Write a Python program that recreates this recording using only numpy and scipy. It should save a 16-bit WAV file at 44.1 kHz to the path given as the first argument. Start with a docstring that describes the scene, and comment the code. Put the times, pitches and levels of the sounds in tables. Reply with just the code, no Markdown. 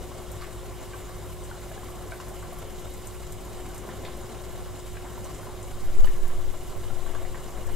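"""Bubbles plop and droplets spit over the hiss of a gas flame: water simmers in a thin metal pot
on a small stove, close to a two-port camera microphone. Damped tones make the bubbles and taps,
noise bursts the spits, shaped noise the flame; a bank of modes rings as the pot. A machine hums in
the rumbling room, a hand knocks chopsticks on the desk, and late on comes a very low wobble."""
import sys
import numpy as np
from scipy import signal
from scipy.fft import rfft, irfft, next_fast_len
from scipy.io import wavfile
from scipy.ndimage import uniform_filter1d

SR = 44100
rng = np.random.default_rng(int(sys.argv[2]) if len(sys.argv) > 2 else 0)


def digitize_waveform(pressure):
    """Quantize a signal to 16-bit integers and store it at the path in sys.argv[1].

    Rows of a 2-D input are taken as channels; values are limited to [-1, 1].
    """
    field = np.atleast_2d(pressure).T
    bounded = np.clip(field, -1, 1)
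    quanta = np.round(bounded * 32767).astype(np.int16)
    wavfile.write(sys.argv[1], SR, quanta)


def gain_from_db(level_db):
    """Convert decibel levels to linear amplitude factors (20 dB per decade)."""
    decades = np.asarray(level_db, float) / 20
    return 10 ** decades


N = 341803  # length in samples
SIZE = next_fast_len(N)
HZ = np.fft.rfftfreq(SIZE, 1 / SR)
T = np.arange(N) / SR


def evened(x):
    """Scales to rms 1."""
    return x / np.sqrt(np.mean(x ** 2) + 1e-20)


def read(points, hz):
    """Reads a curve of (Hz, value) points on a log frequency axis."""
    point_hz, value = np.transpose(points)
    return np.interp(np.log(hz + 1), np.log(point_hz + 1), value)


def add(mix, s, sound):
    """Mixes a sound in at s seconds."""
    part = mix[round(s * SR):][:len(sound)]
    part += sound[:len(part)]


def coloured(x, db):
    """Weights the whole spectrum of x by a gain in dB for each frequency of HZ."""
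    return irfft(rfft(x, SIZE) * gain_from_db(db), SIZE)[..., :N]


def band(x, hz, octaves):
    """Passes a band of the given width around hz."""
    edges = hz * 2. ** np.array([-octaves / 2, octaves / 2])
    edges = np.clip(edges, 20, SR / 2.2)
    return signal.sosfilt(signal.butter(3, edges, "bandpass", fs=SR, output="sos"), x)


# vigour of the boil, used about its mean: start_s [s], level_db [dB]
BOIL_VIGOUR = [(0.0, -46.5), (1.55, -48.5), (1.75, -47), (3.32, -48), (3.91, -44), (4.9, -49.5), (5.1, -47),
               (5.44, -46), (5.89, -48.5), (6.06, -47.5), (6.54, -48.5), (7.75, -45)]


def vigour_db():
    """Level of the boil about its mean, sample by sample."""
    level_db = np.interp(T, *np.transpose(BOIL_VIGOUR))
    return level_db - level_db.mean()


# modes of the thin metal pot: pitch_hz [Hz], width_hz [Hz], level_db [dB over the broad colour]
POT_MODES = [(518, 47, 5.5), (650, 52, 5.5), (747, 44, 4), (1030, 61, 7.5), (1139, 29, 8), (1360, 59, 5),
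             (1526, 34, 3.5), (1708, 13, 6.5), (2126, 165, 5), (2885, 55, 8.5), (2924, 30, 7),
             (3135, 80, 7.5), (3395, 40, 6.5), (3560, 28, 7), (3770, 35, 8.5), (3920, 69, 6.5),
             (6520, 45, -4), (6990, 110, 3), (8130, 120, 3.5), (5040, 38, 5)]


def pot_rings(x, ring_db):
    """The direct sound plus every resonance of the pot, signs alternating."""
    modes = 0
    for k, (hz, width, db) in enumerate(POT_MODES):
        modes = modes + (-1) ** k * gain_from_db(db) * width / (width + 2j * (HZ - hz))
    response = 1 + gain_from_db(ring_db) * modes
    return irfft(rfft(x, SIZE) * response, SIZE)[..., :N]


def bubble(hz, t60, glide):
    """A damped tone, rising for a positive glide as when a bubble nears the surface."""
    t = np.arange(round(t60 * SR) + 50) / SR
    envelope = (1 - np.exp(-t / 0.00096)) * gain_from_db(-60 * t / t60)
    return envelope * np.sin(2 * np.pi * hz * t * (1 + glide * t / t60))


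def simmer(level_db=-55, per_s=14, spread_db=3, cycles=11):
    """Many small bubbles, mostly low, in clumps when the boil is lively; the pot rings with them."""
    out = np.zeros(N)
    chance = per_s / SR * gain_from_db(0.92 * vigour_db())  # per sample, at each of the 24 pitches
    for hz in np.geomspace(450, 2600, num=24):
        size = gain_from_db(spread_db * np.minimum(rng.exponential(1, N), 4))
        size = size * (rng.random(N) < chance)
        tone = bubble(hz, cycles / hz, 0.21) * (600 / hz) ** .5  # low ones are louder
        out += signal.oaconvolve(size, tone)[:N]
    return gain_from_db(level_db) * evened(pot_rings(out, -1.7))


# bubble plops, taps and clinks at the pot, with the body of the chopstick knocks:
# start_s [s], level_db [dB], pitch_hz [Hz], knock_db [dB], second_pitch_hz [Hz]
BLOWS = [(.115, -35, 1020, -19, 700), (.412, -41, 1110, -30, 4500), (.4215, -37, 1200, -22, 1800),
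         (.432, -47, 2090, -31, 1300), (.934, -36, 1560, -35, 2370), (.941, -32, 1090, -35, 1520),
         (1.512, -31.5, 1450, -26, 900), (1.715, -31.5, 650, -29, 1680), (1.763, -35, 760, -29, 1100),
         (1.777, -38, 1660, -33, 780), (1.831, -35, 1030, -31, 1450), (1.885, -35, 1130, -38, 1500),
         (2.12, -29.5, 1495, -31, 2250), (2.121, -32, 673, -30, 990), (2.13, -43, 1470, -36, 2400),
         (2.2, -31, 1030, -26, 1510), (2.2015, -43, 2780, -33, 5180), (2.425, -37, 1454, -24, 1030),
         (2.524, -33, 685, -22, 1080), (3.705, -38.5, 1480, -34, 1040), (3.889, -36, 1000, -21, 1600),
         (4.05, -36, 3660, -24, 1990), (4.082, -32, 1030, -29, 1500), (4.969, -36, 1600, -28, 2430),
         (5.046, -40, 900, -25, 1450), (5.06, -34, 1000, -26, 1420), (5.177, -32, 910, -31, 650),
         (5.43, -37, 1430, -29, 1000), (5.47, -34, 980, -19, 630), (6.046, -42, 700, -26, 1540),
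         (6.075, -44, 900, -27, 2570), (6.3, -38, 1030, -26, 1710), (6.902, -33, 770, -37, 1340),
         (7.062, -35, 1080, -24, 1550), (7.149, -31, 1100, -23.5, 1600), (7.25, -33, 700, -28, 1980),
         (7.345, -35, 1030, -24, 1850)]


def blows(t60=0.012, rise=0.0041, snap_db=11.5, reach=1.245, slosh_db=-13, slosh_t60=0.3):
    """Each rings at two pitches and knocks the pot: a snap, noise spanning both, a soft slosh."""
    tone, knock = np.zeros((2, N))
    t = np.arange(4000) / SR
    splash = gain_from_db(-60 * t / t60)
    slosh = gain_from_db(slosh_db - 60 * t / slosh_t60)
    envelope = (splash + slosh) * (1 - np.exp(-t / rise))
    for s, db, hz, knock_db, second_hz in BLOWS:
        burst = rng.standard_normal(len(t)) * envelope
        burst[20] += gain_from_db(snap_db)
        low, high = min(hz, second_hz) / reach, max(hz, second_hz) * reach
        add(tone, s, gain_from_db(db) * bubble(hz, .04, .07))
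        add(tone, s, gain_from_db(db - 4.5) * bubble(second_hz, .025, .03))
        add(knock, s, gain_from_db(knock_db) * band(burst, np.sqrt(low * high), np.log2(high / low)))
    return tone + pot_rings(knock, -15.0)


# large spitting droplets, levels ahead of the band filters:
# start_s [s], level_db [dB], top_level_db [dB, the very top]
LARGE_SPITS = [(0.315, -32, -30), (1.4356, -32, -40), (2.2822, -32, -32), (2.9367, -33, -33),
               (3.0704, -27, -30), (3.3214, -28.5, -30), (3.744, -30, -31), (3.778, -26, -31),
               (5.242, -30, -38), (5.345, -31, -44), (5.627, -30, -40), (6.055, -39, -32),
               (6.2771, -37, -31), (7.666, -32, -34)]


def spits(small_db=-60, per_s=90, spread_db=27.0, tail_db=-13):
    """Droplets burst on hot metal: large sharp ticks and a fine random spray of softer puffs."""
    middle, top = np.zeros((2, N))
    t = np.arange(3000) / SR
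    crack, sizzle = gain_from_db(-60 * t / 0.016), gain_from_db(tail_db - 60 * t / 0.05)
    envelope = (crack + sizzle) * (1 - np.exp(-t / 0.001))
    for s, db, top_db in LARGE_SPITS:
        burst = rng.standard_normal(len(t)) * envelope
        add(middle, s, gain_from_db(db) * burst)
        add(top, s, gain_from_db(top_db) * burst)
    size = gain_from_db(spread_db * np.minimum(rng.exponential(1, N), 2))
    size = size * (rng.random(N) < per_s / SR)
    puff = gain_from_db(-60 * t / 0.03) * (1 - np.exp(-t / 0.004))
    spray = signal.oaconvolve(size, puff)[:N] * rng.standard_normal(N)
    puffs = gain_from_db(small_db) * evened(spray)
    ringing = pot_rings(band(middle + puffs, 7830, 0.69), 3)
    return ringing + band(top + gain_from_db(4.0) * puffs, 11470, 0.55)


def bursts(frames, smooth):
    """A rough random course of smoothed squared exponential draws, capped at 2.5."""
    return np.minimum(evened(uniform_filter1d(rng.exponential(1, frames) ** 2 - 2, size=smooth)), 2.5)


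# broad colour of flame hiss and simmer, shape only: pitch_hz [Hz], level_db [dB per Hz]
HISS_COLOUR = [(110, -66), (190, -6), (295, -10), (410, -5), (465, -13), (700, -12.5), (1230, -18.5),
               (2600, -25.5), (3300, -27), (4300, -27), (5700, -28.5), (7200, -22), (10000, -28),
               (11000, -32.5), (12200, -26), (15600, -53)]


def hiss(level_db=-44, patchy_db=1.5, flicker_db=1.38, churn_db=1.6, follow=0.92, boil_hz=2000):
    """Noise with drifting patches; its lows swell with the boil, its top flickers at random."""
    frames, hz = N // 64 + 5, np.fft.rfftfreq(256, 1 / SR)[:, None]
    draw = rng.standard_normal((frames, 129, 5)).T
    patches = uniform_filter1d(draw[4], size=5, axis=0)  # across frequency
    patches = evened(uniform_filter1d(patches, size=20, axis=1))  # along time
    flicker = bursts(frames, 8)
    churn = bursts(frames, 10)  # the lows flicker at random in rough bursts
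    swell_db = np.interp(np.arange(frames) * 64, np.arange(N), vigour_db())
    low = 1 / (1 + (hz / boil_hz) ** 2)
    low_gain_db = low * (follow * swell_db + churn_db * churn * (hz > 400))
    flicker_gain_db = flicker_db * (1 - low) * flicker
    field = gain_from_db(patchy_db * patches + low_gain_db + flicker_gain_db)
    spectra = (draw[:2] + 1j * draw[2:4]) * field
    noise = signal.istft(spectra, nperseg=256, noverlap=192)[1][:, :N]
    # the pot's modes stand out as humps of power
    humps = sum((gain_from_db(db) ** 2 - 1) / (1 + (2 * (HZ - f) / width) ** 2) for f, width, db in POT_MODES)
    tone_db = read(HISS_COLOUR, HZ) + 10 * np.log10(np.maximum(1 + humps, .01))
    return gain_from_db(level_db) * evened(coloured(ports(*noise), tone_db))


# modes of the chopsticks: pitch_hz [Hz], level_db [dB], end_share [share of the end-strike boost]
STICK_MODES = [(860, 3, 0), (1250, 0, 0), (1780, 0, 1), (2970, -8, -.5), (4450, -8, 0), (6520, -8, 0)]
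# knocks on the desk: start_s [s], level_db [dB], end_db [dB, boost of the end-struck modes]
STICK_KNOCKS = [(6.0443, -28, -14), (6.0718, -37, 9), (6.0788, -38, 9)]


def taps(t60=.017):
    """Chopsticks on the desk: a click and the short dry modes of the wood."""
    out = np.zeros(N)
    for s, db, end_db in STICK_KNOCKS:
        for hz, mode_db, end_share in STICK_MODES:
            add(out, s, gain_from_db(db) * gain_from_db(mode_db + end_share * end_db) * bubble(hz, t60, 0))
        add(out, s, gain_from_db(db) * np.array([1, -1]))
    return out


# course of the late wobble: start_s [s], level_db [dB], left_right_db [dB]
WOBBLE_COURSE = [(5.7, -39, 0), (5.82, -28.5, -9), (5.87, -22, 1), (6.02, -10, 4), (6.14, -22, 3),
                 (6.25, -21, -9), (6.5, -24.5, 11), (6.6, -36.5, 7), (6.78, -36, -12), (6.9, -31, 17),
                 (7.25, -32, 14), (7.45, -42, 3), (7.75, -25, 8)]
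# colour of the wobble, shape only: pitch_hz [Hz], level_db [dB per Hz]
WOBBLE_COLOUR = [(3, -14), (8, 0), (11, 0), (17, -7), (22, -15), (30, -26), (45, -50), (60, -90)]


def wobble(lumpy=.1, apart=.6):
    """Very low noise, partly its own at each port, whose swings follow the course closely."""
    s, db, lean_db = np.transpose(WOBBLE_COURSE)
    both, own = rng.standard_normal((2, N))
    noise = np.array([both + apart * own, both - apart * own])
    swing = coloured(noise, read(WOBBLE_COLOUR, HZ))
    envelope = abs(signal.hilbert(swing, SIZE)[:, :N])
    swing = evened(swing / envelope ** (1 - lumpy))  # lumpy 0 is flat, 1 leaves the swings as drawn
    level_db = np.interp(T, s, db, left=-90)
    side_db = np.interp(T, s, lean_db) / 2
    swing = swing * gain_from_db(level_db + np.array([side_db, -side_db]))
    return coloured(swing, -.12 * np.maximum(HZ - 17, 0) ** 2)  # keeps only the lowest frequencies


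# steady tones of a machine and a whistle of the gas jet:
# pitch_hz [Hz], level_db [dB], width_hz [Hz], left_right_db [dB]
STEADY_TONES = [(58.3, -47.5, .5, 5), (360, -48.7, .4, 8), (5270, -71, 25, 0), (10524, -68, 50, 0)]


def tones():
    """Sines whose phase wanders at random, which gives each its width."""
    out = np.zeros((2, N))
    for hz, db, width, lean_db in STEADY_TONES:
        wander = np.cumsum(rng.standard_normal(N)) * np.sqrt(2 * np.pi * abs(width) / SR)
        level = gain_from_db(db + np.array([[lean_db / 2], [-lean_db / 2]]))
        out += level * np.sqrt(2) * np.sin(2 * np.pi * hz * T + wander)
    return out


# low rumble of the room, peaked at its deepest modes, shape only: pitch_hz [Hz], level_db [dB per Hz]
ROOM_COLOUR = [(2, 9.5), (6, -33), (16, -7), (23, -6), (33, -2.5), (41, 0.5), (54, 1), (63, -14), (74, -15),
               (85, -13.5), (96, 1.5), (110, -7), (130, -11.5), (155, -9), (185, -17), (290, -40.5)]


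def rumble(level_db=-39.5):
    """Low room noise, shaped by the room's deepest modes."""
    noise = ports(*rng.standard_normal((2, N)))
    return gain_from_db(level_db) * evened(coloured(noise, read(ROOM_COLOUR, HZ)))


def echoes(x, t60):
    """The small room: sparse echoes of random sign that die away."""
    t = np.arange(SR // 2) / SR
    signs = rng.choice([-1., 0, 1.], len(t), p=[.03, .94, .03])
    reflections = signs * gain_from_db(-60 * t / t60) * (t > .004)
    return signal.oaconvolve(x, reflections / np.linalg.norm(reflections))[:N]


# likeness of the two microphone ports: pitch_hz [Hz], likeness [0 to 1]
PORT_LIKENESS = [(40, .1), (80, .2), (130, .72), (290, .78), (640, .83), (1400, .87), (3100, .84),
                 (5500, .68), (8000, .45), (15000, .42)]
# phase by which the left port leads: pitch_hz [Hz], lead_rad [radians]
PORT_LEAD = [(600, -.1), (4000, -.2), (5300, -.7), (7500, -.5), (10500, -1.5), (13000, -.6)]
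# balance of the ports: pitch_hz [Hz], left_right_db [dB]
PORT_BALANCE = [(60, -0.5), (100, -2.5), (200, 3), (450, 0), (15000, 0.3)]


def ports(near, other):
    """The right port hears the near sound in part, phase-shifted, and fills up with other sound."""
    same = np.clip(read(PORT_LIKENESS, HZ), 0, 1)
    left = rfft(near, SIZE)
    shared = same * left * np.exp(-1j * read(PORT_LEAD, HZ))
    right = shared + np.sqrt(1 - same ** 2) * rfft(other, SIZE)
    lean = gain_from_db(read(PORT_BALANCE, HZ) / 2)
    return irfft([left * lean, right / lean], SIZE)[:, :N]


def scene():
    """Pot and chopsticks with their echoes reach both ports; hiss, hum, rumble and wobble join."""
    close = simmer() + blows() + spits() + taps()
    near = close + gain_from_db(-10) * echoes(close, t60=.2)
    at_ports = ports(near, echoes(close, t60=0.063))
    return at_ports + hiss() + tones() + rumble() + wobble()


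def roll_off(x):
    """The treble ends steeply here."""
    return signal.sosfilt(signal.butter(12, 15730, fs=SR, output="sos"), x)


def record(dry):
    """The microphone signal is cut by 120 dB above 15750 Hz."""
    mix = coloured(dry, -120. * (HZ > 15750))
    return roll_off(mix)


dry = scene()
out = record(dry)
digitize_waveform(out)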